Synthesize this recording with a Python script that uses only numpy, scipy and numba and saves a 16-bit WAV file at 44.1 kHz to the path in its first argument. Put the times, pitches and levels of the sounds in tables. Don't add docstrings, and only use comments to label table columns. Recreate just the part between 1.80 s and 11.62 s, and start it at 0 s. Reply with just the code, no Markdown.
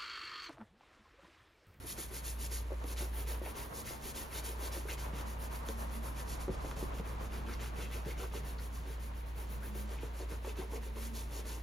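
import sys
import numpy as np
from scipy import signal
from scipy.fft import rfft, irfft, next_fast_len
from scipy.io import wavfile
from scipy.ndimage import uniform_filter1d
from numba import njit

SR = 44100
rng = np.random.default_rng(int(sys.argv[2]) if len(sys.argv) > 2 else 0)


def wav_out(sig):
    wavfile.write(sys.argv[1], SR, np.round(np.clip(np.atleast_2d(sig).T, -1, 1) * 32767).astype(np.int16))


N = 433062
TIME = np.arange(N) / SR

# (start [s], bristle hiss [dB], high swish [dB], tuft rasp [dB], boom of the boot [dB])
STROKES = [(0.038, 6.5, 9.5, -4, -11), (0.156, 7, 8, 2.0, -6), (0.292, 5, 6.5, 1, -5),
           (0.424, 7, 8, -1, -8), (0.562, 6, 6, -6, -4.5), (0.695, 7, 8, 3, -3), (1.033, 2, 4, 1, 0.5),
           (1.157, 6, 5.5, 6, 4), (1.301, -3.5, 3.5, 5, 4), (1.459, 2.5, 5, 6.5, 5), (1.598, -5, 1, 4, 1),
           (1.74, 1.5, 2.5, 4, 3), (1.908, 4.5, 4.5, -4, 3.5), (2.036, 4, 3.5, 3.5, -1),
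           (2.198, 5.5, 4.5, 0.5, 0), (2.335, 5.5, 5.5, 4, 0.5), (2.488, 6, 6.5, 7, 4),
           (2.623, 6, 6, 5, 1.5), (2.767, 6, 5.5, 3.5, 3), (2.905, 5, 4.5, 6, 3.5), (3.05, 4, 4, 3.5, 3),
           (3.166, 0.5, 0, 4.5, 1.5), (3.316, -1, -1.5, 5.5, 3), (3.449, -3, -2, 1.5, -6),
           (3.57, -2.0, 0, -1, -1), (3.693, -3, -0.5, 1.5, 2.5), (3.832, -0.5, 1, -2, -6),
           (3.956, -2, 0.5, -6, 0), (4.089, -5.5, 0.5, 1.5, -7), (4.207, -2, 2, 0.5, 0.5),
           (4.342, 0, 1.0, 4, -2), (4.453, 4.5, 2.5, 1, -2), (4.586, -2, -0.5, 1, -13),
           (4.683, -4, -6.5, -1, 3.5), (4.772, -4, -4.5, 0, 1), (4.952, 0, 0.0, 2, 4),
           (5.113, -7, -6.5, 3, 3), (5.23, -8, -5.5, 1, 1.5), (5.38, -5.5, -5.5, -0.5, 3.5),
           (5.496, -6, -4, 4.5, 3), (5.64, -7, -4.5, 6.5, 0), (5.783, -1.5, -2, 6.5, 1),
           (5.925, -1, -2.5, 4.5, 0.5), (6.094, -0.5, -0.5, 5.5, -4), (6.234, -1, -2.5, 5, 0),
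           (6.355, -0.5, -2, 3.5, -5), (6.507, 0.5, -1.5, 3, -5), (6.623, -3, -2.5, 2, 1.5),
           (6.769, -4.5, -3.5, -6, -4), (6.905, -4.0, -4.5, -10, -15), (7.037, -8, -5.5, -1, -11),
           (7.18, -7.5, -5, -5, -13), (7.322, -13, -8.5, -5, -10), (7.445, -13, -10, -12, -15),
           (7.536, -7.5, -3.5, -2.5, -2.5), (7.675, -7, -4.5, -3, -3), (7.796, -8, -3.5, -1, 1),
           (7.928, -2.5, -1, 1, -2.5), (8.071, -8, -5.5, 1.5, 1.5), (8.191, -7, -6.5, 1, -1),
           (8.312, -3.0, -5, -2.5, -1), (8.472, -3.5, -4, -2, -0.5), (8.605, -2, -4, 1, 1),
           (8.75, -4, -4, 4, -2), (8.883, -1.5, -3, -2, 3), (9.004, -5.5, -5.5, -1, 0),
           (9.125, 0.5, 0.5, 2, -5), (9.32, 4, 1, -13, 0.5), (9.479, 3, 0.5, -0.5, 4),
           (9.635, 3, 0.5, 2, 3)]
# (time [s], shift [share of stroke])
SWING = [(0, 0.13), (1.1, 0.25), (3.1, 0.24), (3.7, 0.12), (4.34, 0.064), (4.45, -0.059), (4.68, -0.26),
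         (4.77, 0.22), (4.95, 0.32), (5.25, 0.11), (7.5, 0.072), (9.6, 0.19)]
FASTEST_SHARE = 0.5
TIP_SWING = 0.78
BEND_SHARE, BITE = 0.2, 0.59
LIFT_FROM_S, LIFT_TO_S, LIFT_DB = 0.834, 1.032, -7.5

HISS_DB, SWISH_DB, RASP_DB, BODY_DB = -54, -53, -58, -54
SIZZLE_DB, SIZZLE_GROWTH = -54, 0.57
# (time [s], level [dB])
SHEEN = [(0, -3), (1.2, 1.5), (1.35, 12), (1.7, 7), (2.1, 5), (3.35, 2), (3.7, 7), (4.25, 1), (4.7, -13),
         (5, 2), (7.45, 3), (7.6, 9), (7.95, 10), (8.2, -3), (9.3, 3), (9.8, -1)]
# (time [s], level [dB])
RUSTLE = [(0, -69), (5.0, -64), (6.7, -71), (6.9, -67), (7.15, -67), (7.5, -69.5), (7.85, -66), (8.2, -66),
          (8.35, -69), (9.8, -74)]
# (frequency [Hz], level [dB])
HISS_COLOUR = [(900, -35), (2000, -14.5), (3200, -6.5), (4200, -1), (5800, -2), (7000, 1.5), (8000, 3),
               (9000, -3), (11000, -50)]
SWISH_COLOUR = [(6500, -50), (8000, -12), (9000, 0), (10500, -2.5), (12500, -5), (14000, -16), (16000, -35)]
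SIZZLE_COLOUR = [(11000, -41), (13000, -11), (14000, -5), (15500, 5.5), (17000, -4)]
RASP_COLOUR = [(150, 2), (400, -3.5), (900, -0.5), (1500, 5), (2200, 4.5), (2900, 2), (4000, -3.5),
               (7000, -9), (14000, -38)]
# (frequency [Hz], level [dB])
SNAPS = [(2100, -1.5), (2700, 0.5), (3500, 1.5), (4400, -3.5), (5500, 1), (6800, 4)]
SNAP_DB, SNAPS_PER_S, SNAP_WIDTH_HZ = -58.5, 650, 560
# (frequency [Hz], width [Hz], level [dB])
BOOT_MODES = [(203, 86, -16), (326, 58, -2), (417, 81, 2.5), (467, 73, -7), (541, 67, 1), (860, 220, -5.5)]

# (loudest moment [s], peak level [dB], centre [Hz], rise [s], fall to 1/e [s])
SCRATCHES = [(0.2, -45, 1980, 0.011, .01), (1.18, -38, 4320, 0.013, 0.018),
             (1.663, -36, 2357, .018, 0.0051), (1.665, -37.5, 676, .008, 0.011),
             (2.075, -41, 1920, 0.018, 0.027), (2.57, -38, 3900, 0.028, 0.016),
             (3.088, -37, 1700, .01, .018), (3.104, -32, 2350, .016, 0.017),
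             (3.112, -41, 4200, 0.027, 0.013), (3.748, -46, 2605, .006, .008),
             (5.69, -41, 1299, .015, 0.035), (5.738, -37, 5000, 0.0046, 0.0078),
             (6.0, -42, 1305, .025, .02), (6.026, -40.5, 2590, 0.028, 0.036),
             (6.138, -38.5, 2410, 0.019, .025), (6.305, -42, 2096, .03, 0.037),
             (6.405, -41, 1350, 0.013, .012), (6.41, -44, 2900, 0.028, 0.014), (6.44, -38, 980, .01, .018),
             (6.537, -34, 917, .005, 0.0082), (6.572, -40, 2600, 0.028, 0.013),
             (6.785, -42, 4340, 0.0064, 0.016), (6.795, -45.5, 1600, .012, 0.018),
             (6.967, -46, 976, 0.0093, 0.017), (7.829, -41, 1540, 0.0097, 0.023),
             (8.19, -43, 2400, .03, 0.013), (8.517, -43.5, 1400, 0.0072, .014),
             (8.647, -39, 950, .005, 0.027), (8.695, -40, 2570, 0.029, .014),
             (8.819, -38, 900, 0.027, 0.013), (8.934, -42, 900, .012, 0.028),
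             (8.962, -44, 2385, 0.018, .012), (9.17, -42, 954, 0.011, 0.018)]
SCRATCH_RISE_PER_S = 1.6
# (start [s], length [s], peak level [dB], pitch [Hz])
SCUFFS = [(0.038, 0.017, -42, 322), (0.172, 0.029, -38, 365), (0.3, 0.04, -41.5, 348),
          (0.457, .025, -45, 380), (0.712, 0.023, -43.5, 388), (1.656, 0.02, -42, 520),
          (2.232, 0.063, -41.5, 350), (2.546, 0.024, -46, 342), (2.676, 0.023, -41.5, 362),
          (2.817, 0.038, -37.5, 374), (3.082, 0.042, -44, 378), (5.541, .02, -45, 399.5),
          (5.657, .04, -39.5, 379), (5.965, 0.042, -38, 413), (6.145, .035, -40, 400),
          (6.26, 0.044, -36.5, 423), (6.392, 0.058, -38, 427), (6.542, 0.03, -34.5, 408.5),
          (7.053, 0.055, -42.5, 400), (7.949, 0.027, -42, 396), (8.236, .022, -45, 400),
          (8.403, 0.028, -39, 390), (8.509, 0.028, -39, 408), (8.643, 0.039, -37, 450),
          (8.78, 0.021, -34.5, 393), (8.81, 0.027, -39, 410), (8.92, 0.056, -36.5, 441),
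          (9.059, 0.016, -43, 367), (9.152, 0.042, -40.5, 428)]
SCUFF_ATTACK_S, SCUFF_RELEASE_S = 0.0031, 0.0074
SCUFF_BEND = 0.11

# (time [s], peak level [dB], pitch [Hz], flat slap against the ring [dB])
KNOCKS = [(0.906, -39, 540, -15), (0.919, -31.5, 517, -18.5), (1.043, -35.5, 326, -13),
          (1.222, -36, 385, -19), (1.616, -34, 423, -23), (2.108, -37.5, 372, -18), (2.966, -35, 340, -15),
          (3.054, -37, 419.7, -16), (3.890, -32.5, 350.6, -14), (4.681, -29.5, 370.7, -14),
          (4.692, -33.5, 490, -18), (4.847, -32, 526, -16), (5.027, -30.5, 360, -12),
          (5.198, -34.5, 420, -14), (6.266, -37, 433, -17), (8.232, -32.5, 416, -24),
          (8.401, -39, 397, -20), (8.672, -32.5, 437, -23)]
KNOCK_CONTACT_S = 0.012
KNOCK_SOFT_HZ = 890
KNOCK_WIDTH_HZ = 68
# (time [s], peak level [dB])
THUDS = [(1.204, -40), (3.334, -37), (4.68, -39), (4.696, -31), (5.026, -38), (5.198, -31.5), (6.261, -37),
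         (8.52, -41), (8.792, -40)]
# (time [s], peak level [dB], contact too soft above [Hz])
TICKS = [(1.0405, -36, 14000), (3.8876, -26.5, 12000), (4.9136, -31, 2500)]
# (frequency [Hz], width [Hz], level [dB])
EYELET_MODES = [(1430, 410, -1), (2305, 800, -8), (3400, 470, 1), (6340, 870, -2), (10510, 1400, -10)]

BENCH_LAG_S, BENCH_SHIFT_S, BENCH_DB = 0.0015, 0.0003, -12
# (frequency [Hz], phase lead of left [radians], left minus right [dB])
STEREO_IMAGE = [(400, 0, -1), (1000, 0, -1), (1900, 0, 0.5), (2700, 0.55, 1.5), (4000, 0.15, 1),
                (5100, 0.7, 2), (6100, -0.1, 0.5), (7000, -1.4, 1.8), (7800, -2.95, 0), (8500, -3.35, 0),
                (9500, -4.4, 0), (11500, -6.28, 0), (13000, -7.65, 0), (14700, -9.3, 0), (16000, -9.7, 0)]
TOP_HZ = 15800

# (time [s], pitch [Hz], level [dB])
HUM = [(0.0, 61, -55), (0.19, 58.4, -51.5), (0.6, 58, -40.5), (1.54, 56.9, -38.5), (1.71, 59, -45),
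       (1.76, 58.7, -60), (1.82, 55.8, -48), (1.95, 61.4, -51), (2.06, 59, -54.5), (2.5, 61.2, -50),
       (2.55, 57.2, -46), (2.74, 58.1, -42), (7.98, 57.4, -41.5), (9.75, 56.5, -42.5)]
HUM_DB = 0.16
# (frequency [Hz], level [dB], left-right phase [radians])
TONES = [(89.3, -62.5, 0.32), (117.2, -65.5, 1.06), (139.9, -65.5, 0.34), (456, -78, 1.1),
         (912, -68.5, 2.22)]
# (middle [s], frequency [Hz], level [dB])
SWELLS = [(2.2, 226.8, -61), (4.1, 227.2, -56.5), (5.8, 225.8, -59), (7.9, 207.7, -62), (9.251, 228, -57.5)]
SWELL_S = 0.23

PASS_S, ROAD_M, SPEED_M_S = 5.1, 15.2, 10
TYRE_DB, RUMBLE_DB, DRONE_DB = -50, -50.5, -53.5
TYRE_LEAD_S = 1
ENGINE_FALL = 1.6
DRONE_HZ, DRONE_GLIDE_HZ = 40.7, 3.7
# (frequency [Hz], level [dB])
TYRE_COLOUR = [(150, -5.5), (300, -5.5), (450, -3), (600, 0), (790, -3), (950, 0.5), (1130, -1),
               (1400, -7.5), (2500, -18), (5000, -32), (12000, -58)]
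RUMBLE_COLOUR = [(20, -2), (32, -9), (42, -4), (70, 0.5), (90, -1), (110, -2), (140, -0.5), (200, -6.5),
                 (300, -7.5), (700, -65)]
ROOM_COLOUR = [(20, -20), (32, 9.5), (45, 10), (80, -0.5), (200, -1), (450, -5.5), (750, -11.5),
               (1100, -12.5), (2000, -13.5), (4000, -22), (9000, -54.5), (16000, -32)]


def brush():
    speed, tip_speed = stroke_speed(1), stroke_speed(TIP_SWING)
    hiss_db, swish_db, rasp_db, boom_db = stroke_levels()
    sheen_db, = curves(SHEEN)

    hiss = colour(flicks(4000 + 14000 * speed, spread_db=-1.5), HISS_COLOUR)
    hiss = patchy(hiss, depth_db=1.25, rate=74) * undb(HISS_DB + hiss_db)
    grain = snaps(speed) * undb(SNAP_DB + hiss_db)

    tips = flicks(6000 + 24000 * tip_speed, spread_db=1.5)
    swish = colour(tips, SWISH_COLOUR) * undb(SWISH_DB + swish_db)
    sizzle_db = SIZZLE_DB + SIZZLE_GROWTH * hiss_db + sheen_db
    sizzle = colour(tips, SIZZLE_COLOUR) * undb(sizzle_db)

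    tufts = flicks(1800 + 4500 * speed, spread_db=2.5)
    rasp = patchy(colour(tufts, RASP_COLOUR), depth_db=1.0, rate=70) * undb(RASP_DB + rasp_db)

    drag = boot(flicks(900 + 2000 * speed, spread_db=1.5))
    body_colour = [(100, -1.0), (300, 5.5), (430, 4), (580, -1.0), (1000, 3.5), (3000, -27)]  # (Hz, dB)
    body = colour(drag, body_colour) * undb(BODY_DB + boom_db)

    catch = undb(0.5 * walk(190))
    return catch * ((swish + sizzle) * friction(tip_speed, rest=0.2, power=1.98)
                    + (hiss + grain) * friction(speed, rest=0.15, power=2.4)
                    + rasp * friction(speed, rest=0.1, power=1.08, lead=0.0093)
                    + body * friction(speed, rest=0.29, power=0.98, lead=0.0059))


def current_stroke(start):
    return np.maximum(np.searchsorted(start, TIME) - 1, 0)


def stroke_speed(swing):
    start = np.transpose(STROKES)[0]
    end = np.append(start[1:], N / SR)
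    end[np.searchsorted(start, LIFT_FROM_S) - 1] = LIFT_FROM_S
    direction = (-1) ** np.arange(len(start))
    shift = swing * direction * np.interp(start, *np.transpose(SWING))
    fastest = np.clip(FASTEST_SHARE + shift, 0.1, 0.9)
    k = current_stroke(start)
    done = np.clip((TIME - start[k]) / (end - start)[k], 0, 1)
    run_up = np.maximum((done / fastest[k] - BEND_SHARE) / (1 - BEND_SHARE), 0) ** BITE
    run_down = (1 - done) / (1 - fastest[k])
    return np.sin(np.pi / 2 * np.minimum(run_up, run_down))


def stroke_levels():
    start, *columns = np.transpose(STROKES)
    k = current_stroke(start)
    lift_db = LIFT_DB * ((TIME > LIFT_FROM_S) & (TIME < LIFT_TO_S))
    drops = (lift_db, lift_db, lift_db, 0)
    return [uniform_filter1d(db[k] + drop, size=900) for db, drop in zip(columns, drops)]


def friction(speed, rest, power, lead=0):
    return rest + (1 - rest) * np.interp(TIME + lead, TIME, speed) ** power


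def flicks(per_second, spread_db):
    share = np.clip(per_second / SR, 1e-4, 1)
    chance, size, unevenness = rng.random((3, N))
    clicks = (chance < share) * np.tan(2.2 * (size - 0.5))
    uneven = undb(spread_db * np.sqrt(12) * unevenness)
    return unit(clicks * uneven / np.sqrt(share))


def snaps(speed):
    rate = SNAPS_PER_S * (0.5 + speed)
    out = np.zeros(N)
    for hz, db in SNAPS:
        ring = resonate(flicks(rate, spread_db=-1.5), hz, SNAP_WIDTH_HZ)
        out += undb(db) * ring * undb(1.8 * walk(40))
    return unit(out)


def patchy(x, depth_db, rate):
    size = next_fast_len(N)
    spectrum = rfft(x, size)
    bins = np.maximum(np.fft.rfftfreq(size, 1 / SR), 1)
    place = np.clip(2 * np.log2(bins / 700), 0, 8)
    out = np.zeros(N)
    for k in range(9):
        band = irfft(spectrum * np.maximum(1 - np.abs(place - k), 0), size)[:N]
        out += band * undb(depth_db * walk(rate))
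    return unit(out)


def boot(x):
    return sum(undb(db) * resonate(x, hz, width) for hz, width, db in BOOT_MODES)


def rustle():
    db, = curves(RUSTLE)
    return colour(flicks(2500, spread_db=0), HISS_COLOUR) * undb(db + 2 * walk(35))


def scratches():
    out, grit = np.zeros(N), flicks(3000, spread_db=0)
    t = TIME[:SR // 6]
    for s, db, hz, rise, decay in SCRATCHES:
        envelope = np.minimum(t / rise, np.exp((rise - t) / decay))
        force = grit[int(s * SR):][:len(t)] * envelope
        centre = hz * 2 ** (SCRATCH_RISE_PER_S * (t - rise))
        scrape = sweep(sweep(force, centre, 0.3 * hz), centre, 0.9 * hz)
        add(out, s - rise, scrape, db - 1.0)
    return out


def scuffs():
    out, jerks = np.zeros(N), flicks(1500, spread_db=0.0)
    t = TIME[:SR // 5]
    for s, length, db, hz in SCUFFS:
        release = np.exp(-np.maximum(t - length, 0) / SCUFF_RELEASE_S)
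        grip = np.minimum(t / SCUFF_ATTACK_S, 1) * release
        force = lowpass(jerks[int(s * SR):][:len(t)] * grip, 1700)
        centre = hz * 2 ** (SCUFF_BEND * (np.minimum(t / length, 1) - 0.5))
        groan = resonate(sweep(force, centre, 100.), hz, width_hz=600)
        add(out, s, groan + undb(-19.5) * force, db)
    return out


def blow(contact, rub):
    t = TIME[:6000]
    force = rub * rng.standard_normal(len(t)) * np.exp(-t / max(contact, 1e-4))
    force[0] += 1
    return force


def knocks():
    out = np.zeros(N)
    for s, db, hz, slap_db in KNOCKS:
        force = lowpass(blow(KNOCK_CONTACT_S, rub=0.048), KNOCK_SOFT_HZ)
        panel = resonate(resonate(force, hz, KNOCK_WIDTH_HZ), hz, width_hz=640)
        slap = undb(slap_db) * resonate(force, hz=794, width_hz=1600)
        boom = undb(-10.0) * resonate(boot(force), hz=466, width_hz=520)
        add(out, s, panel + slap + boom, db + 0.36)
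    return out


def thuds():
    out = np.zeros(N)
    for s, db in THUDS:
        low_ring = resonate(blow(0.0026, rub=0.028), hz=160, width_hz=88)
        add(out, s, resonate(low_ring, hz=195, width_hz=120), db - 0.3)
    return out


def ticks():
    out = np.zeros(N)
    for s, db, soft_hz in TICKS:
        force = lowpass(blow(0.0012, rub=0.07), soft_hz)
        ring = sum(undb(mode_db) * resonate(force, hz, width) for hz, width, mode_db in EYELET_MODES)
        add(out, s, ring, db)
    return out


def bench(x):
    lag = BENCH_LAG_S + BENCH_SHIFT_S * walk(12)
    gain = undb(BENCH_DB)
    mirrored = np.interp(TIME - lag, TIME, lowpass(x, 7000))
    return (x + gain * mirrored) / np.hypot(1, gain)


def stereo_image(x):
    size = next_fast_len(N)
    hz, lead, balance_db = np.transpose(STEREO_IMAGE)
    bins = np.fft.rfftfreq(size, 1 / SR)
    lead = np.interp(bins, hz, lead)
    half = undb(np.interp(bins, hz, balance_db) / 2)
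    left_right = np.array([half * np.exp(1j * lead), 1 / half])
    return irfft(rfft(x, size) * left_right, size)[:, :N]


def workshop(x, t60, wet_db, dull_hz):
    t = TIME[:SR // 2]
    tail = rng.standard_normal((2, len(t))) * undb(-60 * t / t60) * (t > 0.003)
    tail = lowpass(tail / np.sqrt(np.sum(tail ** 2) / 2), dull_hz)
    return undb(wet_db) * signal.fftconvolve(x[None], tail, axes=1)[:, :N]


def motor():
    hz, db = curves(HUM)
    hum_db = db + HUM_DB + 0.5 * walk(16) + np.array([[-0.2], [0.2]])
    out = unit(np.sin(2 * np.pi * np.cumsum(hz) / SR)) * undb(hum_db)

    middle, swell_hz, swell_db = np.transpose(SWELLS)
    swelling = undb(-66.5)
    for s, peak_db in zip(middle, swell_db):
        swelling = swelling + undb(peak_db) * np.exp(-((TIME - s) / SWELL_S) ** 2)

    tones = [(tone_hz, undb(tone_db), lead) for tone_hz, tone_db, lead in TONES]
    tones.append((np.interp(TIME, middle, swell_hz), swelling, 1.1))
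    for tone_hz, gain, lead in tones:
        phase = 2 * np.pi * np.cumsum(tone_hz + 2.213 * walk(9)) / SR
        tone = unit(np.sin(phase + np.array([[lead], [0]])))
        waver_db = 1.04 * walk(3.4) + 3.5 * walk(22) + np.array([[-1.6], [1.6]])
        out = out + gain * tone * undb(waver_db)
    return out


def nearness(t):
    return ROAD_M / np.hypot(ROAD_M, SPEED_M_S * (t - PASS_S))


def traffic():
    engine = nearness(TIME) ** ENGINE_FALL
    receding = nearness(TIME) * SPEED_M_S * (TIME - PASS_S) / ROAD_M
    drone_hz = DRONE_HZ - DRONE_GLIDE_HZ * receding

    tyres = stereo_noise(TYRE_COLOUR, width=1.34) * nearness(TIME + TYRE_LEAD_S)
    tyres = tyres * undb(TYRE_DB + 2.1 * walk(21))
    rumble_db = RUMBLE_DB + np.array([[-1.2], [1.2]])
    rumble = stereo_noise(RUMBLE_COLOUR, width=0.96) * engine * undb(rumble_db)
    drone = np.sin(2 * np.pi * np.cumsum(drone_hz + 1.43 * walk(7.1)) / SR)
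    drone = drone * engine * undb(DRONE_DB + 4.6 * walk(4.6))
    return tyres + rumble + drone


def room_tone():
    return undb(-53.5) * stereo_noise(ROOM_COLOUR, width=0.74)


def stereo_noise(points, width):
    mid, side = rng.standard_normal((2, N))
    side = signal.sosfilt(signal.butter(1, 330, "high", fs=SR, output="sos"), side)
    return colour(mid + width * side * np.array([[1], [-1]]), points)


def undb(db):
    return np.exp(np.asarray(db) * (np.log(10) / 20))


def unit(x):
    return x / np.sqrt(np.mean(x ** 2))


def curves(table):
    s, *columns = np.transpose(table)
    return [np.interp(TIME, s, c) for c in columns]


def walk(rate):
    knots = np.arange(N) * rate / SR
    steps = rng.standard_normal(4096)[knots.astype(int) % 4096]
    return unit(uniform_filter1d(steps, int(SR / rate)))


def colour(x, points):
    size = next_fast_len(N)
    hz, db = np.transpose(points)
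    bins = np.maximum(np.fft.rfftfreq(size, 1 / SR), 1)
    gain = undb(np.interp(np.log(bins), np.log(hz), db))
    return unit(irfft(rfft(x, size) * gain, size)[..., :N])


def resonate(x, hz, width_hz):
    return signal.lfilter(*signal.iirpeak(hz, hz / width_hz, fs=SR), x)


@njit
def sweep(x, hz, width_hz):
    y, band, low = np.empty(len(x)), 0., 0.
    for i in range(len(x)):
        g, k = np.tan(np.pi * hz[i] / SR), width_hz / hz[i]
        v = (band + g * (x[i] - low)) / (1 + g * (g + k))
        band, low, y[i] = 2 * v - band, low + 2 * g * v, k * v
    return y


def lowpass(x, hz):
    return signal.sosfilt(signal.butter(2, hz, fs=SR, output="sos"), x)


def add(track, s, sound, db):
    start = int(s * SR)
    track[start:start + len(sound)] += (undb(db) * sound / np.abs(sound).max())[:N - start]


def scene():
    near = bench(brush() + rustle() + scratches()) + scuffs() + knocks() + thuds() + ticks()
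    direct = undb(-1.21) * stereo_image(near)
    reflections = workshop(near, t60=0.19, wet_db=-8.0, dull_hz=4020)
    return direct + reflections + motor() + traffic() + room_tone()


def record(dry):
    return signal.sosfilt(signal.ellip(10, 0.1, 80, TOP_HZ, fs=SR, output="sos"), dry)


dry = scene()
out = record(dry)
wav_out(out)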